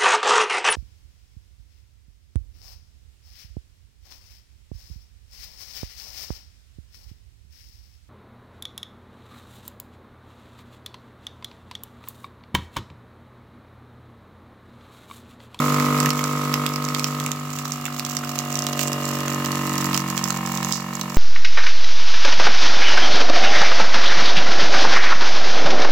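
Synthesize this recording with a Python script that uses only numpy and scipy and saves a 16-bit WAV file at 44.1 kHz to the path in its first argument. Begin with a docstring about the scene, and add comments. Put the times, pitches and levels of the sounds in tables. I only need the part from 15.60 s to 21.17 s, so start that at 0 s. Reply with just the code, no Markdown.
"""Kitchen: a countertop vacuum sealer pulls the air out of a food bag. Its diaphragm pump hums and its valves
slap once a turn; as the vacuum builds it slows and knocks harder. Air hisses in the channel. The film crackles
and snaps as it shrinks round the food, the contents shift with dull pops, and the film slips once. After some
hard snaps the steady sounds dip and creep back. Low room rumble, short reflections."""
import sys
import numpy as np
from scipy import signal
from scipy.fft import rfft, irfft, next_fast_len
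from scipy.io import wavfile
from scipy.ndimage import uniform_filter1d

SR = 44100
rng = np.random.default_rng(int(sys.argv[2]) if len(sys.argv) > 2 else 0)


def log_audio(samples):
    """Write samples as a 16-bit WAV file to the path given in sys.argv[1]."""
    # one column per channel
    frames = np.atleast_2d(samples).T
    # limit to full scale, then quantise
    limited = np.clip(frames, -1, 1)
    pcm = np.round(limited * 32767).astype(np.int16)
    wavfile.write(sys.argv[1], SR, pcm)


N = 245637
TIME_S = np.arange(N) / SR

# suction: time_s, vacuum (0 free flow, 1 full)
VACUUM_CURVE = [(0, 0), (1.6, 0.1), (2.4, 0.41), (3.25, 0.6), (4.1, 0.75), (4.4, 0.83), (4.8, 0.93),
                (5.57, 0.92)]
# motor speed: time_s, turns_per_s
MOTOR_SPEED = [(0, 49.18), (1.4, 49.17), (1.9, 49.0), (2.8, 48.27), (3.2, 47.86), (4, 47.26), (4.3, 46.72),
               (4.45, 46.24), (4.85, 45.97), (5.3, 46.32), (5.57, 46.81)]
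# dips of the steady sounds: start_s, drop_db
LEVEL_DIPS = [(0.489, 4.5), (1.064, 2.5), (1.4, 1.4), (1.717, 2.5), (4.375, 2.5), (5.124, 4)]

# noise spectra: frequency_hz, relative_density_db
RUMBLE_SPECTRUM = [(25, -1), (55, -15), (90, -2), (150, 21), (400, -9), (1000, -54)]
HISS_SPECTRUM = [(1200, 5.5), (2300, 3), (3400, -1), (5500, -4), (7600, -3), (9200, -13), (12000, -5),
                 (15300, -11.5), (16000, -7)]
FILM_SPECTRUM = [(1300, -35), (2400, 2), (3400, -3.5), (5500, 4), (7500, 7.5), (9200, -11), (12000, -3.5),
                 (15500, 0)]
PUFF_SPECTRUM = [(90, 12), (150, 9.5), (400, 16), (800, 6), (1200, -35), (1700, -24), (2800, -48)]

# source levels: level_db at even vacuum steps, 0 to 1
HISS_LEVELS_DB = (-32.5, -33.5, -34, -31, -29.5, -32.5)
CRACKLE_LEVELS_DB = (-39, -35.5, -30.5, -32.5)
KNOCK_LEVELS_DB = (-31.5, -37.5, -37, -27.5, -34.5, -31)
SLAP_LEVELS_DB = (-25, -29.5, -30.5, -28.5, -24.5, -26.5)
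CLACK_LEVELS_DB = (-37.5, -43, -40.5, -32.5, -30.5, -32.5)

# loud film snaps: start_s, level_db, low_band_relative_db, ring_hz
LOUD_SNAPS = [(0.1978, -15, -8.5, 4870), (0.4012, -6, -20, 7550), (0.4584, -9.5, -13, 7200),
              (0.4906, -14, -16, 7200), (0.5038, -7, -18, 5340), (0.5913, -19, -6.5, 4980),
              (0.6394, -9, -31, 5370), (0.9394, -6.5, -15.5, 5300), (1.063, -9, -16.5, 3440),
              (1.1588, -13, -20, 5050), (1.2496, -13, -29, 6090), (1.2862, -15, -17, 5500),
              (1.3468, -9, -17, 4100), (1.3944, -10, -18, 7600), (1.4421, -6, -18, 5270),
              (1.5993, -15, -17, 7590), (1.6619, -13, -13, 7660), (1.716, -10, -20.5, 7100),
              (1.9866, -17.5, -15.5, 7210), (2.0542, -16, -27, 5400), (2.1197, -10.5, -30, 6400),
              (2.2533, -13.5, -16, 7400), (2.2606, -25, -3.5, 5900), (2.3947, -11, -16.5, 4600),
              (2.4489, -12, -27, 5860), (2.5672, -9, -25, 5330), (2.7878, -8, -26, 6560),
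              (2.9537, -9.5, -25, 5640), (2.9893, -9.5, -30, 7440), (3.0208, -12, -29.5, 5700),
              (3.0662, -8.5, -18.5, 7700), (3.1313, -15.5, -19, 4670), (3.1917, -10, -12.5, 6800),
              (3.2804, -12, -24, 7550), (3.33, -12, -19.5, 5060), (3.453, -12.5, -35, 7500),
              (3.68, -14, -16, 6460), (3.8587, -12.5, -23, 6200), (3.917, -13, -22, 6040),
              (4.3444, -6.5, -17, 5000), (4.375, -6.5, -20, 6000), (4.5765, -9.5, -17.5, 5950),
              (4.6397, -8.5, -37, 5600), (4.704, -7.5, -23, 7050), (4.973, -14, -21, 7420),
              (5.028, -16, -12.5, 3880), (5.046, -10.5, -32, 6500), (5.123, -6.5, -42.5, 5330),
              (5.3522, -13.5, -33.5, 7200), (5.4114, -10.5, -25, 5940)]
# dull pops of the stretched bag: start_s, peak_db, ring_hz
BAG_POPS = [(0.4607, -15.5, 1780), (0.642, -17, 1300), (.941, -18, 1000), (2.0543, -19.5, 1150),
            (2.281, -20, 1340), (2.637, -19.5, 1370), (3.681, -27, 1400), (4.346, -21, 1310),
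            (4.7043, -17, 1320)]

# pump hum, one row per harmonic from the first: level_db at even vacuum steps
HUM_HARMONICS_DB = [(-52.5, -55, -45), (-54, -46, -50, -45, -40.5, -52), (-25.5, -24.5, -29, -25, -25, -28),
                    (-40.5, -49, -57, -38.5, -25.5, -23.5), (-26, -28, -28.5, -26.5, -27, -26),
                    (-32.5, -38.5, -40, -34, -29, -55), (-43.5, -43.5, -40, -32, -29, -37.5),
                    (-44, -44.5, -53, -51, -43.5, -43.5)]
# valve contacts in a turn: free_phase_turns, vacuum_phase_turns, free_force_db, vacuum_force_db
VALVE_CONTACTS = [(.01, .03, 0, 0), (.33, .27, -14, -9), (.44, .4, -23, -19), (.71, .58, -22, -20)]
# pump resonances: pitch_hz, width_hz, relative_db at four even vacuum steps
HOUSING_MODES = [(440.8, 19.8, 0, -4, 7.5, -6), (486, 44, 0, -9, -11.5, -1), (573, 19, 0, 3, 2.5, -19),
                 (627, 14, 2.5, 0, 3.5, 3), (723, 14, 1.5, 11, -1, -2), (781.7, 8.6, -3.5, -28, -1, 3)]
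VALVE_MODES = [(904, 90, -6.5, -6.5, -8, -3), (1048.2, 41.5, 0.5, -0.5, -3.5, 4),
               (1226.5, 129, 4.5, 3, -2, -2.5), (1297.4, 197, 0, -5.5, -10.5, -5)]
VALVE_EDGE_MODES = [(1765, 52, -19, -9, 3.5, 8.5), (1958, 55, 6, 3, 0, -1), (2206, 96, 9, -9, -14.5, 2),
                    (2827, 38, -0.5, 19, 4, 2)]


def from_db(db):
    """Decibels to gain."""
    return 10 ** (np.asarray(db) / 20)


def unit_rms(x):
    """Scale to unit power."""
    return x / np.sqrt(np.mean(x ** 2) + 1e-20)


def over_time(curve):
    """Breakpoint curve at every sample."""
    return np.interp(TIME_S, *np.transpose(curve))


def at_vacuum(steps, vacuum):
    """Interpolate values given at even vacuum steps."""
    return np.interp(vacuum, np.linspace(0, 1, len(steps)), steps)


def drift(rate_hz):
    """Slow random wander, unit RMS."""
    knots = rng.standard_normal(2000)
    return unit_rms(np.interp(TIME_S * rate_hz, np.arange(len(knots)), knots))


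def band(x, low_hz, high_hz):
    """Gentle band-pass."""
    return signal.sosfilt(signal.butter(2, [low_hz, high_hz], "band", fs=SR, output="sos"), x)


def resonate(x, hz, width_hz):
    """One resonance, unit peak gain."""
    radius = np.exp(-np.pi * width_hz / SR)
    feedback = [1, -2 * radius * np.cos(2 * np.pi * hz / SR), radius ** 2]
    return signal.lfilter(np.array([1, 0, -1]) * (1 - radius ** 2) / 2, feedback, x + 1e-18)


def noise_pair(spectrum, envelope=1):
    """Two independent noises, enveloped, then shaped to a spectrum; unit power."""
    noise = envelope * rng.standard_normal((2, N))
    hz, density_db = np.transpose(spectrum)
    size = next_fast_len(N)
    bin_hz = np.fft.rfftfreq(size, 1 / SR) + 1
    gain = from_db(np.interp(np.log(bin_hz), np.log(hz), density_db))
    low_cut = np.minimum(bin_hz / hz[0], 1) ** 2
    return unit_rms(irfft(rfft(noise, size) * gain * low_cut, size)[..., :N])


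def pan(x, left_db):
    """Place in stereo; left_db is left minus right."""
    gains = from_db(np.array([[left_db], [-left_db]]) / 2)
    return x * gains / gains.mean()


def spread(pair, correlation):
    """Independent pair to partly correlated left and right."""
    return pair[0] + np.sqrt((1 - correlation) / (1 + correlation)) * pair[1] * [[1], [-1]]


def dip_gain(fall_s=0.004, recovery_db_per_s=1.15):
    """Gain that drops at each dip and climbs back steadily."""
    drops_db = sum(db * np.clip((TIME_S - start_s) / fall_s, 0, 1) for start_s, db in LEVEL_DIPS)
    return from_db(np.minimum(recovery_db_per_s * TIME_S - drops_db, 0))


def room_rumble(level_db=-50):
    """Low room background, centred."""
    return from_db(level_db) * spread(noise_pair(RUMBLE_SPECTRUM), correlation=1)


def reflections(x, t60_s=0.14, gap_s=0.003):
    """Diffuse returns from counter and walls, independent in each ear."""
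    t = TIME_S[:SR // 2]
    tail = rng.standard_normal((2, len(t))) * from_db(-60 * t / t60_s) * (t > gap_s)
    tail /= np.sqrt(np.sum(tail ** 2, axis=1, keepdims=True))
    return signal.fftconvolve(band(x.mean(axis=0), 267, 6800)[None], tail, axes=1)[:, :N]


def channel_hiss(turns, vacuum, swell_db=1.5):
    """Air in the channel, swelling with each stroke."""
    level_db = at_vacuum(HISS_LEVELS_DB, vacuum) + swell_db * np.cos(2 * np.pi * (turns - .25))
    return pan(from_db(level_db) * spread(noise_pair(HISS_SPECTRUM), correlation=0.033), left_db=-2.5)


def film_crackle(creases_per_s=420, size_db=6.5, clump_db=4, fade_s=0.0014):
    """Tiny creases fold over in clumps, each a noise burst."""
    folds = rng.random(N) < creases_per_s * from_db(clump_db * drift(rate_hz=14)) / SR
    sizes = folds * from_db(size_db * np.minimum(rng.exponential(1, N), 3.4))
    envelope = signal.lfilter([1], [1, -np.exp(-1 / (fade_s * SR))], sizes + 1e-18)
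    return pan(spread(noise_pair(FILM_SPECTRUM, envelope), correlation=0.1), left_db=-32)


def film_slip(start_s=5.132, level_db=-26, fade_s=0.043):
    """The film slides tight with a dying hiss."""
    fade = (TIME_S > start_s) * np.exp(-np.abs(TIME_S - start_s) / fade_s)
    hiss = band(band(rng.standard_normal((2, N)), 4800, 8000), 3200, 6900)
    return pan(from_db(level_db) * fade * unit_rms(hiss), left_db=-13)


def content_pops(width_hz=130):
    """The contents of the bag shift, giving dull pops that ring low."""
    out = np.zeros(N)
    for start_s, peak_db, ring_hz in BAG_POPS:
        flip = resonate(signal.unit_impulse(2048), ring_hz, width_hz)
        at = int(start_s * SR)
        out[at:at + len(flip)] += from_db(peak_db) * flip / np.abs(flip).max()
    return pan(out, left_db=-5)


def film_snaps(rows, delay_s=0.0007, rise_s=0.00026, fade_s=0.00072, tail_db=-23, tail_s=0.006,
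               ring_db=4, body_db=-9, middle_db=-12):
    """Creases buckle: millisecond bursts that ring briefly in the film."""
    t = TIME_S[:2048]
    out = np.zeros((2, N + len(t)))
    level_samples = np.sum(t < .003)   # band level = energy spread over 3 ms
    envelope = (1 - np.exp(-t / rise_s)) * (np.exp(-t / fade_s) + from_db(tail_db) * np.exp(-t / tail_s))
    for start_s, level_db, low_db, ring_hz in rows:
        noise = spread(rng.standard_normal((2, len(t))), correlation=0.33)
        burst = pan(noise * envelope, left_db=-11.5)
        body = from_db(body_db) * band(burst, 610, 1060)   # food behind the film
        low = band(burst, 1730, 3000) - body
        ring = from_db(ring_db) * resonate(burst, ring_hz, width_hz=890)
        middle = band(band(burst + ring, 3170, 8060), 3400, 8500)
        top = band(burst, 11740, 16000)
        top_db = -13.5 + 0.41 * low_db + rng.normal(scale=2)   # weak lows go with a weak top
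        at = int((start_s + delay_s) * SR)
        for part, part_db in (low, low_db), (middle, middle_db), (top, top_db):
            rms = np.sqrt(np.sum(part.mean(axis=0) ** 2) / level_samples)
            out[:, at:at + len(t)] += from_db(level_db + part_db) * part / rms
    return out[:, :N]


def light_snaps(snaps_per_s=8, over_crackle_db=20, low_db=-17, scatter_db=0.8,
                ring_hz=6330, scatter_octaves=0.66):
    """Smaller creases give way at random moments."""
    start_s = np.cumsum(rng.gamma(2, .5, size=100)) / snaps_per_s
    level_draw, low_draw, ring_draw = rng.standard_normal((100, 3)).T
    rows = np.transpose([start_s, over_crackle_db + scatter_db * level_draw,
                         low_db + scatter_db * low_draw, ring_hz * 2 ** (scatter_octaves * ring_draw)])
    return film_snaps(rows[start_s < TIME_S[-1]])


def valve_clicks(turns, vacuum, jitter_s=12e-6, scatter_db=0.3):
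    """Valve impacts: one slap and three lighter rebounds per turn."""
    clicks, whole_turns = np.zeros(N), np.arange(int(turns[-1]) + 1)
    load = np.interp(whole_turns, turns, vacuum)
    for free_phase, vacuum_phase, free_db, vacuum_db in VALVE_CONTACTS:
        time_draw, force_draw = rng.standard_normal((len(whole_turns), 2)).T
        contact_turns = whole_turns + free_phase + (vacuum_phase - free_phase) * load
        contact_s = np.interp(contact_turns, turns, TIME_S) + jitter_s * time_draw
        force = from_db(free_db + (vacuum_db - free_db) * load ** 2 - scatter_db * force_draw)
        at = np.clip(contact_s * SR, 0, N - 2)
        clicks[at.astype(int)] += force * (1 - at % 1)   # split between adjacent samples
        clicks[at.astype(int) + 1] += force * (at % 1)
    return clicks


def struck_part(clicks, vacuum, modes, levels_db, band_hz):
    """A pump part rings; mode balance and level shift as the chamber empties."""
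    ring = 0
    for k, (hz, width_hz, *mode_db) in enumerate(modes):
        ring = ring + (-1) ** k * from_db(at_vacuum(mode_db, vacuum)) * resonate(clicks, hz, width_hz)
    ring = band(ring, *band_hz)
    power = uniform_filter1d(uniform_filter1d(ring ** 2, size=3700), size=2800)   # over a few turns
    return from_db(at_vacuum(levels_db, vacuum)) * ring / np.sqrt(np.abs(power) + 1e-14)


def valve_puffs(turns, vacuum, swell_db=4, relative_db=-18):
    """A puff of air follows each slap and tracks its level."""
    gain = from_db(at_vacuum(SLAP_LEVELS_DB, vacuum) + relative_db)
    pulses = unit_rms(from_db(swell_db * np.cos(2 * np.pi * (turns - .2))))
    return gain * pulses * spread(noise_pair(PUFF_SPECTRUM), correlation=0.13)


def diaphragm_hum(turns, vacuum, waver_db=0.73):
    """Push and pull once a turn set the harmonic phases; vacuum makes the pull earlier and weaker."""
    push_turns, pull_turns = .2, .71 - .13 * vacuum
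    pull_force = .8 - .11 * vacuum
    out = 0
    for k, levels_db in enumerate(HUM_HARMONICS_DB, 1):
        stroke = pull_force * np.exp(-2j * np.pi * k * pull_turns) - np.exp(-2j * np.pi * k * push_turns)
        gain = from_db(at_vacuum(levels_db, vacuum) + waver_db * drift(rate_hz=24.75))
        out = out + gain * np.sin(2 * np.pi * k * turns + np.angle(stroke))
    return np.sqrt(2) * out


def pump(turns, vacuum, valve_lead_turns=0.0795, right_delay_s=90e-6):
    """Hum, air puffs, and valve impacts ringing the housing, valve and valve edge."""
    clicks = valve_clicks(turns + valve_lead_turns, vacuum)
    knock = struck_part(clicks, vacuum, HOUSING_MODES, KNOCK_LEVELS_DB, band_hz=(386, 766))
    slap = struck_part(clicks, vacuum, VALVE_MODES, SLAP_LEVELS_DB, band_hz=(880, 2020))
    clack = struck_part(clicks, vacuum, VALVE_EDGE_MODES, CLACK_LEVELS_DB, band_hz=(1860, 3180))
    clack = np.array([clack, np.interp(TIME_S - right_delay_s, TIME_S, clack)])
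    puffs = valve_puffs(turns, vacuum)
    hum = diaphragm_hum(turns, vacuum)
    return pan(hum, -0.027) + pan(knock, -2.3) + pan(slap, -3.5) + pan(clack, -1.1) + pan(puffs, -0.18)


def scene(pump_room_db=-12, bag_room_db=-7):
    """Pump and shrinking bag, close by; loud snaps, pops and slip bypass the dips."""
    turns = np.cumsum(over_time(MOTOR_SPEED)) / SR
    vacuum = over_time(VACUUM_CURVE)
    dips = dip_gain()
    machine = dips * pump(turns, vacuum)
    background = dips * (channel_hiss(turns, vacuum) + room_rumble())
    creasing = dips * from_db(at_vacuum(CRACKLE_LEVELS_DB, vacuum)) * (film_crackle() + light_snaps())
    bag = creasing + film_snaps(LOUD_SNAPS) + content_pops() + film_slip()
    room = from_db(pump_room_db) * reflections(machine) + from_db(bag_room_db) * reflections(bag)
    return background + room + bag + machine


def record(dry, ceiling=0.9, cutoff_hz=15800):
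    """Soft-limit the sharpest snaps, then cut the top steeply."""
    rounded = dry / (1 + (dry / ceiling) ** 4) ** .25
    return signal.sosfilt(signal.ellip(10, .1, 80, cutoff_hz, fs=SR, output="sos"), rounded)


dry = scene()
out = record(dry)
log_audio(out)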